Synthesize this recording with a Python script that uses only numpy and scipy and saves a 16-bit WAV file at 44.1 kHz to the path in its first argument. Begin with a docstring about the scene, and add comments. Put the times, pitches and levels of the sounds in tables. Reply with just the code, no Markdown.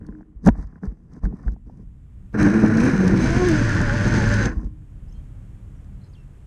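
"""Dull knocks, scrapes and snaps: a small drone tumbles over twigs and turf and comes to rest.
Its motors then strain against the grass, shaking the frame, and cut out. The microphone sits in
the camera on the frame, so blows and shaking arrive through the structure, dull and boomy.
Wind rumbles on the microphone port over a faint outdoor hiss; near the end, distant birds chirp."""
import sys
import numpy as np
from scipy import signal
from scipy.fft import rfft, irfft, next_fast_len
from scipy.io import wavfile
from scipy.ndimage import map_coordinates

SR = 44100
rng = np.random.default_rng(int(sys.argv[2]) if len(sys.argv) > 2 else 0)


def digitize_waveform(pressure):
    """Quantize a signal to 16-bit integers and store it at the path in sys.argv[1].

    Rows of a 2-D input are taken as channels; values are limited to [-1, 1].
    """
    field = np.atleast_2d(pressure).T
    bounded = np.clip(field, -1, 1)
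    quanta = np.round(bounded * 32767).astype(np.int16)
    wavfile.write(sys.argv[1], SR, quanta)


N = 285039
T = np.arange(N) / SR


def amp(db):
    """Decibels to amplitude."""
    return 10 ** (np.asarray(db) / 20)


def unit(x):
    """x scaled to rms 1."""
    return x / np.sqrt(np.mean(x ** 2) + 1e-20)


def curves(rows):
    """One level per sample for each column after the time; -120 dB outside the rows."""
    times, *columns = np.transpose(rows)
    return [np.interp(T, times, db, -120, -120) for db in columns]


def swell(start, length, rise_db_per_s, fall_db_per_s):
    """Gain that reaches 1 at start, holds for length seconds and falls."""
    rise_db = rise_db_per_s * (T - start)
    fall_db = fall_db_per_s * (start + length - T)
    return amp(np.minimum(0, np.minimum(rise_db, fall_db)))


def wobble(rate):
    """A smooth random curve, rate knots a second."""
    return map_coordinates(rng.standard_normal(int(N * rate / SR) + 4), [T * rate])


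def filtered(x, response):
    """x through a complex response of frequency."""
    size = next_fast_len(N + SR // 2)
    return irfft(rfft(x, size) * response(np.fft.rfftfreq(size, 1 / SR)), size)[:N]


def modes(table):
    """Causal response of resonances, alternating in sign."""
    return lambda f: sum((-1) ** k * amp(db) * 1j * f * width / (hz * hz - f * f + 1j * f * width)
                         for k, (hz, width, db) in enumerate(table))


def steep(table):
    """Two passes through the same resonances: darker valleys."""
    return lambda f: modes(table)(f) ** 2


def blunt(response, hz):
    """Wood and soil are soft strikers: the response rolls off above hz."""
    return lambda f: response(f) / (1 + 1j * f / hz) ** 3


def tilt(points):
    """Response through (frequency [Hz], gain [dB]) points on a log axis."""
    hz, db = np.transpose(points)
    return lambda f: amp(np.interp(np.log(f + 1), np.log(hz), db, -120, -120))


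def noise(response, grain_db=0, rate=300):
    """Coloured noise of rms 1, lumpy in time by grain_db."""
    return unit(filtered(amp(grain_db * wobble(rate)) * rng.standard_normal(N), response))


def struck(times, gains, response):
    """Each blow sets off the ringing of a response; a gain of 1 peaks at 1."""
    blows, impulse = np.zeros(N), np.zeros(N)
    np.add.at(blows, (np.asarray(times) * SR).astype(int), gains)
    impulse[0] = 1
    return filtered(blows, response) / np.abs(filtered(impulse, response)).max()


# Outdoor background hiss at the microphone: (time [s], level [dB])
BACKGROUND_LEVELS = [(0, -71.5), (.4, -78), (1.7, -72.5), (2.3, -65), (4.7, -66), (5.2, -60.5),
                     (6.46, -61.5)]
# Its broad body and its fine top: (frequency [Hz], gain [dB])
BROAD_HISS_SPECTRUM = [(180, -27), (300, 1.5), (623, -8.5), (729, -10.5), (1590, -15), (3180, -23),
                       (5050, -36.5), (5500, -32), (7150, -59.5), (12100, -120)]
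FINE_HISS_SPECTRUM = [(2940, -29), (5000, -6.5), (5900, -6), (6380, -1), (7810, 1), (13100, -10),
                      (15000, -21)]

def background_hiss():
    """A faint outdoor hiss that grows louder toward the end."""
    level_db, = curves(BACKGROUND_LEVELS)
    broad_hiss = noise(tilt(BROAD_HISS_SPECTRUM))
    fine_hiss = amp(-14.5) * noise(tilt(FINE_HISS_SPECTRUM))
    return amp(level_db) * (broad_hiss + fine_hiss)


# Birds, off in the trees:
# (start [s], length [s], first pitch [Hz], last pitch [Hz], level [dB], rasp [0-1])
BIRD_NOTES = [(5.08, .03, 4800, 5800, -66, .6), (5.105, .04, 6100, 6500, -64, .6),
              (5.1, .03, 2700, 3150, -67, .5), (5.13, .08, 3150, 3200, -67, .4),
              (5.14, .05, 4250, 4200, -70, .5), (5.11, .04, 5000, 5700, -69, .9),
              (5.76, .04, 5700, 5900, -72, .7), (6.01, .07, 4200, 4150, -66, .7),
              (6.03, .05, 5100, 4900, -72, .9), (6.05, .03, 2500, 2900, -67, .5),
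              (6.08, .03, 6400, 6500, -72, .9), (6.13, .015, 5400, 3900, -63, .3),
              (6.142, .02, 3900, 2900, -59, .3), (6.16, .065, 2800, 2650, -62, .2)]

def birds():
    """Gliding notes, some whistled, some rasped, with a little echo among the trees."""
    song, hoarse = np.zeros(N), unit(wobble(420))
    for start, length, from_hz, to_hz, db, rasp in BIRD_NOTES:
        at = int(start * SR) + np.arange(int(length * SR))
        progress = (T[at] - start) / length
        phase = 2 * np.pi * np.cumsum(from_hz * (to_hz / from_hz) ** progress) / SR
        whistle = np.sin(phase) + amp(-15) * np.sin(2 * phase)
        arch = np.sqrt(np.abs(np.sin(np.pi * progress)))
        song[at] += amp(db) * arch * (1 - rasp + rasp * hoarse[at]) * whistle
    tail = rng.standard_normal(SR // 4) * amp(-60 * T[:SR // 4] / .25)  # 60 dB down in 0.25 s
    echo = signal.fftconvolve(song, tail / np.linalg.norm(tail))[:N]
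    return song + amp(-9) * echo


# Wind right on the microphone port: (time [s], level [dB])
WIND_LEVELS = [(0, -38), (.32, -52), (.52, -40), (.94, -49.5), (1.25, -41.5), (2.57, -41), (3.25, -25),
               (4.46, -25), (4.66, -37.5), (5.99, -36.5), (6.46, -45)]
# Its rumble: (frequency [Hz], gain [dB])
WIND_SPECTRUM = [(12, -30.5), (20, -6), (38, 4), (128, -6), (143, -3), (161, -19.5), (190, -7.5),
                 (214, -23), (241, -17.5), (350, -33.5), (460, -47), (770, -120)]

def wind():
    """Moving air, partly from the blades, makes a lumpy rumble on the port."""
    level_db, = curves(WIND_LEVELS)
    return amp(level_db + 0.63 * wobble(9)) * noise(tilt(WIND_SPECTRUM))


# The arms, heard through the camera mount: (start [s], length [s], low mode [dB], high mode [dB])
ARM_HUMS = [(0.065, 0.23, -38, -67), (4.502, 0.33, -39, -42)]

def arm_hum():
    """Two lightly damped arm modes, kept alive by small jolts, sag from their starting levels."""
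    low, high = noise(steep([(308, 12, 0)])), noise(steep([(1040, 45, 0)]))
    low_sag_db_per_s, high_sag_db_per_s = 59, 183
    hum = np.zeros(N)
    for start, length, low_db, high_db in ARM_HUMS:
        age = np.clip(T - start, 0, None)
        gate = swell(start, length, rise_db_per_s=195, fall_db_per_s=195)
        hum += gate * amp(low_db - low_sag_db_per_s * age) * low
        hum += gate * amp(high_db - high_sag_db_per_s * age) * high
    return hum


# Twigs and grass stalks, close to the microphone: (time [s], body [dB], thin top [dB])
STALK_SNAPS = [(0.0654, -60.5, -65), (.4496, -55, -61), (0.4606, -41, -48), (0.4723, -30, -48),
               (0.4875, -44, -61), (.6246, -63, -83), (0.67, -67, -85), (0.8532, -57, -70),
               (1.1346, -62.5, -78), (1.2507, -54, -74), (1.4804, -64, -77), (1.519, -64, -86),
               (1.7723, -72, -80), (2.429, -36, -48.5), (2.6804, -43, -55), (2.771, -37.5, -53),
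               (2.8387, -38.5, -48), (3.078, -31, -47.5), (3.4854, -32.5, -39), (3.5139, -34, -48),
               (3.6917, -38, -50), (3.7473, -40, -51), (3.8142, -37, -49), (4.0778, -36, -52),
               (4.2883, -36.5, -48), (4.3384, -32.5, -46), (4.4562, -31.5, -57), (4.53, -60, -73),
               (4.645, -60.5, -75.5), (5.844, -67, -78)]

def snaps():
    """Each stalk breaks in a few milliseconds of noise with a thin top."""
    times, body_db, top_db = np.transpose(STALK_SNAPS)
    burst = lambda f: 1 / (1 + 1j * f / 110) ** 2  # envelope: quick rise, short fade
    body = noise(tilt([(1800, -22), (3000, -8), (5000, 0), (6500, 0), (9000, -16)]))
    top = noise(tilt([(6000, -22), (9000, 0.5), (11500, -9.0), (14800, -27.0)]))
    return struck(times, amp(body_db), burst) * body + struck(times, amp(top_db), burst) * top


# The craft's resonances around the microphone: (frequency [Hz], width [Hz], gain per pass [dB])
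FRAME_MODES = [(130.7, 56, -1), (200.6, 83.3, 3), (309.2, 77.6, -0.5), (425, 150, -6)]  # arms and plates
HOUSING_MODES = [(991, 230, -2), (1454, 250, 5), (1752, 383, 3.5), (2580, 500, -12)]  # camera housing
BAY_MODES = [(730, 400, 2.5), (980, 67, -3)]  # battery bay
PORT_MODES = [(3700, 350, -14.5), (4960, 780, -10), (6030, 730, -8), (8600, 3500, -15)]  # cavities before the microphone
# Ground litter against the craft: (start [s], length [s], frame [dB], housing [dB], crackle [dB])
LITTER_SLIDES = [(.01, 0.21, -45, -66.5, -87), (.25, 0.18, -54, -75.5, -98.5), (0.454, .02, -39, -61, -55),
                 (0.473, 0.015, -2, -30, -48.5), (0.502, .06, -41.5, -60, -80),
                 (.575, 0.068, -39, -54.5, -70), (0.658, .13, -52.5, -66, -85),
                 (0.835, 0.032, -32.5, -50.5, -71.5), (0.869, 0.057, -42, -64, -83),
                 (0.933, 0.177, -52.5, -75, -89), (1.124, 0.067, -42, -61, -75),
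                 (1.238, 0.025, -25.5, -47, -66.5), (1.272, .07, -36, -65, -84),
                 (1.357, 0.11, -44, -60.5, -77), (1.473, 0.019, -34, -55, -76),
                 (1.499, 0.043, -45.5, -68, -79), (1.666, .17, -47.5, -72, -84),
                 (4.533, 0.084, -41.5, -56, -71), (4.628, 0.047, -33.5, -61.5, -74)]

def slides():
    """Litter drags along the frame: uneven rubbing in the craft's resonances."""
    frame_gain, housing_gain, crackle_gain = sum(
        amp(levels_db)[:, None] * swell(start, length, rise_db_per_s=1000, fall_db_per_s=1497.5)
        for start, length, *levels_db in LITTER_SLIDES)
    frame = noise(steep(FRAME_MODES), grain_db=3, rate=60)
    housing = noise(blunt(steep(HOUSING_MODES + BAY_MODES[:1]), hz=2500), grain_db=2, rate=130)
    crackle = noise(steep(PORT_MODES), grain_db=3.5, rate=620)
    return frame_gain * frame + housing_gain * housing + crackle_gain * crackle


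# The mount that carries camera and microphone: (frequency [Hz], width [Hz], gain [dB])
MOUNT_MODES = [(48.9, 14.2, 7.5), (96, 34, -12)]
# Jolts of the whole craft on the turf: (time [s], level [dB], direction of the push [+1 or -1])
CRAFT_JOLTS = [(0.085, -32, -1), (.36, -30.5, -1), (.454, -20, -1), (.476, -6.5, -1), (.496, -8.5, 1),
               (0.516, -23, 1), (.584, -20, 1), (0.641, -28.5, 1), (0.874, -18.5, -1), (1.237, -13, 1),
               (1.251, -18, -1), (1.463, -16.5, 1), (1.474, -17.5, -1), (1.52, -22, 1), (1.67, -33, -1),
               (2.402, -19, 1), (4.57, -14, 1), (4.65, -19, 1)]

def thuds():
    """A landing or lurch rocks the camera on its mount with a low boom."""
    times, db, direction = np.transpose(CRAFT_JOLTS)
    return struck(times, amp(db) * np.sign(direction), blunt(modes(MOUNT_MODES), hz=200))


# Lightly damped modes of the arms: (frequency [Hz], width [Hz], gain [dB])
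ARM_MODES = [(190, 14, -6), (308, 7, 0), (470, 16, -12), (1040, 22, -15), (1600, 50, -24)]
# Blows, centimetres from the microphone: (time [s], frame [dB], battery bay [dB], housing [dB])
CRAFT_BLOWS = [(0.012, -32, -64, -52), (0.029, -38, -69, -53), (.048, -50, -68, -50), (.087, -24, -52, -48),
               (0.123, -41, -64, -48), (0.149, -43, -64, -48), (0.185, -53, -64, -61),
               (0.208, -47, -45, -52), (.228, -51, -64, -53), (.443, -34, -52, -52), (.464, -15, -28, -25),
               (.469, -11.5, -11.5, -20), (.487, -9, -10, -15.5), (.554, -54, -39, -46),
               (0.587, -29.5, -53, -57), (.626, -38, -49, -45), (.725, -38, -64, -53),
               (0.756, -35.5, -61, -44.5), (0.833, -22.5, -37, -36.5), (1.164, -32, -66, -52),
               (1.235, -27, -35, -62), (1.253, -22.5, -37, -32), (1.326, -39, -40, -72),
               (1.468, -35, -45, -56), (1.479, -25, -37, -33), (1.519, -35.5, -56, -62),
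               (1.563, -40, -46, -74), (1.697, -46, -41, -71.5), (1.794, -35.5, -67, -73),
               (2.342, -23, -37, -35.5), (2.398, -22, -33, -17), (4.49, -45, -42, -32),
               (4.527, -28, -47, -46), (4.593, -46, -45, -47), (4.631, -32.5, -64, -50)]

def knocks():
    """A blow sounds the frame, battery bay and housing; the arms ring on after it."""
    times, frame_db, bay_db, housing_db = np.transpose(CRAFT_BLOWS)
    frame = struck(times, amp(frame_db), steep(FRAME_MODES))
    arms = struck(times, amp(frame_db - 19), modes(ARM_MODES))
    bay = struck(times, amp(bay_db), blunt(steep(BAY_MODES), hz=1480))
    housing = struck(times, amp(housing_db), blunt(steep(HOUSING_MODES), hz=3025))
    return frame + arms + bay + housing


def shaft(rows, overtones_db, drift):
    """An unbalanced shaft shakes the frame at its turning rate and multiples; speed and load flutter."""
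    times, turn_hz, *columns = np.transpose(rows)
    flutter = wobble(18) + .7 * wobble(45) + .5 * wobble(130)
    phase = 2 * np.pi * np.cumsum(np.interp(T, times, turn_hz) * (1 + drift * flutter)) / SR
    levels_db = [np.interp(T, times, db) for db in columns]
    levels_db += [levels_db[-1] + db for db in overtones_db]  # relative to the last column
    gate = np.clip(np.minimum(T - times[0], times[-1] - T) / .015 + 1, 0, 1) ** 2  # 15 ms edges
    tones = np.zeros(N)
    for k, db in enumerate(levels_db):
        flicker_db = (1.2 + k) * wobble(16) + (1 + 1.5 * k) * wobble(45)
        tones += amp(db + flicker_db) * np.sin((k + 1) * phase)
    return np.sqrt(2) * gate * tones


# Rotor tones, carried along the arms to the microphone: (time [s], turning rate [Hz], level [dB])
MID_TONE = [(2.35, 216, -21.5), (2.46, 194.8, -21), (2.54, 223.6, -17.5), (2.65, 212.7, -19.5),
            (2.782, 225.9, -17), (2.9, 272.4, -21.5), (2.97, 197.2, -26), (3.05, 186.4, -14),
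            (3.192, 193.8, -23.5), (3.25, 260, -23)]
HIGH_TONE_FIRST_RUN = [(2.36, 301.8, -32), (2.432, 307, -19.5), (2.47, 286.7, -17.5), (2.54, 335.8, -26),
                       (2.722, 318, -25), (2.752, 299, -29), (2.82, 330, -30)]
HIGH_TONE_SECOND_RUN = [(3.05, 332.8, -36.5, -54), (3.13, 327.9, -23, -61), (3.242, 312.3, -32.5, -42.5),
                        (3.384, 358.8, -20.5, -34.5), (3.48, 363.4, -19.5, -39), (3.54, 311.8, -22, -39),
                        (3.65, 287, -33, -42.5), (3.78, 282.6, -34.5, -38), (3.832, 301, -40, -38),
                        (3.89, 278.1, -45, -38.5), (4.116, 305.1, -47, -36.5), (4.252, 287.8, -55, -38),
                        (4.326, 295.7, -45.5, -36), (4.5, 250.3, -33, -42.5)]  # with a fourth column: second harmonic [dB]
LOW_TONE_RUNS = [
    [(2.5, 108, -33), (2.7, 107.7, -25.5), (2.85, 102, -38)],
    [(3.45, 130.3, -31), (3.598, 124.2, -21), (3.748, 96.53, -26), (3.95, 110.6, -24.5),
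     (4.022, 99.96, -22.5), (4.122, 117.2, -24), (4.308, 108.9, -19.5), (4.4, 107.2, -21),
     (4.52, 119.9, -38)],
]  # two runs, a list of rows for each

def rotor_tones():
    """Wavering rotor tones at low, middle and high pitch; the low and the high one sound twice."""
    return (shaft(MID_TONE, overtones_db=[-16, -26], drift=.012)
            + shaft(HIGH_TONE_FIRST_RUN, overtones_db=[-25], drift=.01)
            + shaft(HIGH_TONE_SECOND_RUN, overtones_db=[-7, -15, -17, -18], drift=.015)
            + sum(shaft(run, overtones_db=[-13], drift=.0287) for run in LOW_TONE_RUNS))


# Motors under load in the grass beside the microphone, from first jerk to cut:
# (time [s], shaking [dB], housing buzz [dB], hiss [dB], whine [dB])
STRAIN_LEVELS = [(2.33, -45, -79, -74, -82), (2.345, -23, -32.5, -52, -68), (2.37, -25.5, -43, -55, -75),
                 (2.4, -16.5, -27, -38.5, -44), (2.52, -18.5, -32.5, -42, -59.5),
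                 (2.72, -22.5, -32, -43, -66), (2.81, -17.5, -30, -37, -51), (2.97, -22.5, -33, -40.5, -53),
                 (3.12, -20.5, -33.5, -42.5, -65), (3.23, -18.5, -33.5, -36, -47.5),
                 (3.56, -23, -30, -37.5, -47.5), (3.91, -26.5, -30, -40, -62.5),
                 (4.18, -20.5, -30.5, -36, -40), (4.26, -26, -30, -38, -56), (4.46, -21, -29, -37.5, -42),
                 (4.51, -30.5, -37, -55.5, -61), (4.57, -56, -68, -75, -89)]
# Their colours at the camera: (frequency [Hz], gain [dB])
SHAKE_SPECTRUM = [(15, -43.5), (25, -13), (118, 1.5), (231, 2), (287, -1.5), (323, 0), (409, -11),
                  (476, -8), (536, -16.5), (1200, -21.5), (1400, -28), (1820, -41.5), (3080, -120)]
WHOLE_GRASS_SPECTRUM = [(1290, -23), (2200, -0.5), (2440, -3), (3450, -21), (4020, -13), (4460, -18.5),
                        (5230, -12.5), (6250, -11), (6930, -24), (8410, -21.5), (10900, -33.5),
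                        (13300, -46), (15000, -59.5)]
SHREDDED_GRASS_SPECTRUM = [(1290, -7), (2200, -1), (3800, -12), (4830, -7.5), (5670, -10.5), (6350, -8.5),
                           (6880, -15), (9180, -24), (13100, -48), (15000, -51.5)]

def straining_motors():
    """Blades beat the grass: shaking, housing buzz and hiss surge with the load; whine and rattle waver."""
    shake_db, buzz_db, hiss_db, whine_db = curves(STRAIN_LEVELS)
    load = wobble(24.78)
    shake = amp(shake_db + 0.65 * load) * noise(tilt(SHAKE_SPECTRUM), grain_db=2.5, rate=50)
    arms = amp(-4.5) * filtered(shake, modes(ARM_MODES))  # they ring on when the motors cut
    buzz = amp(buzz_db + 0.71 * load) * noise(steep(HOUSING_MODES), grain_db=2, rate=240)
    hollow_whirr = noise(tilt(WHOLE_GRASS_SPECTRUM), grain_db=2.5, rate=230)
    full_whirr = noise(tilt(SHREDDED_GRASS_SPECTRUM), grain_db=2, rate=1100)
    shredding = np.interp(T, (2.74, 3.7), [0, np.pi / 2])  # the whirr fills in as the grass shreds
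    whirr = np.cos(shredding) * hollow_whirr + np.sin(shredding) * full_whirr
    hiss = amp(hiss_db + 0.76 * load) * whirr
    whine = amp(whine_db + 1.86 * wobble(12)) * noise(steep([(6273, 85, 0)]))
    rattle = amp(hiss_db - 21 + 3.4 * wobble(12)) * noise(steep([(4010, 270, 0)]))
    return shake + arms + buzz + hiss + whine + rattle


def scene():
    """Everything that reaches the camera's one microphone, down in the grass."""
    background = background_hiss() + birds() + wind()
    tumble = arm_hum() + snaps() + slides() + thuds() + knocks()
    return (background + tumble + rotor_tones() + straining_motors())[None]


def record(dry):
    """The input stage rounds off the loudest blows; nothing is kept above the band limit."""
    ceiling, band_limit_hz = .64, 15100
    rounded = dry[0] / (1 + np.abs(dry[0] / ceiling) ** 6) ** (1 / 6)
    return filtered(rounded, lambda hz: hz < band_limit_hz)[None]


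dry = scene()
out = record(dry)
digitize_waveform(out)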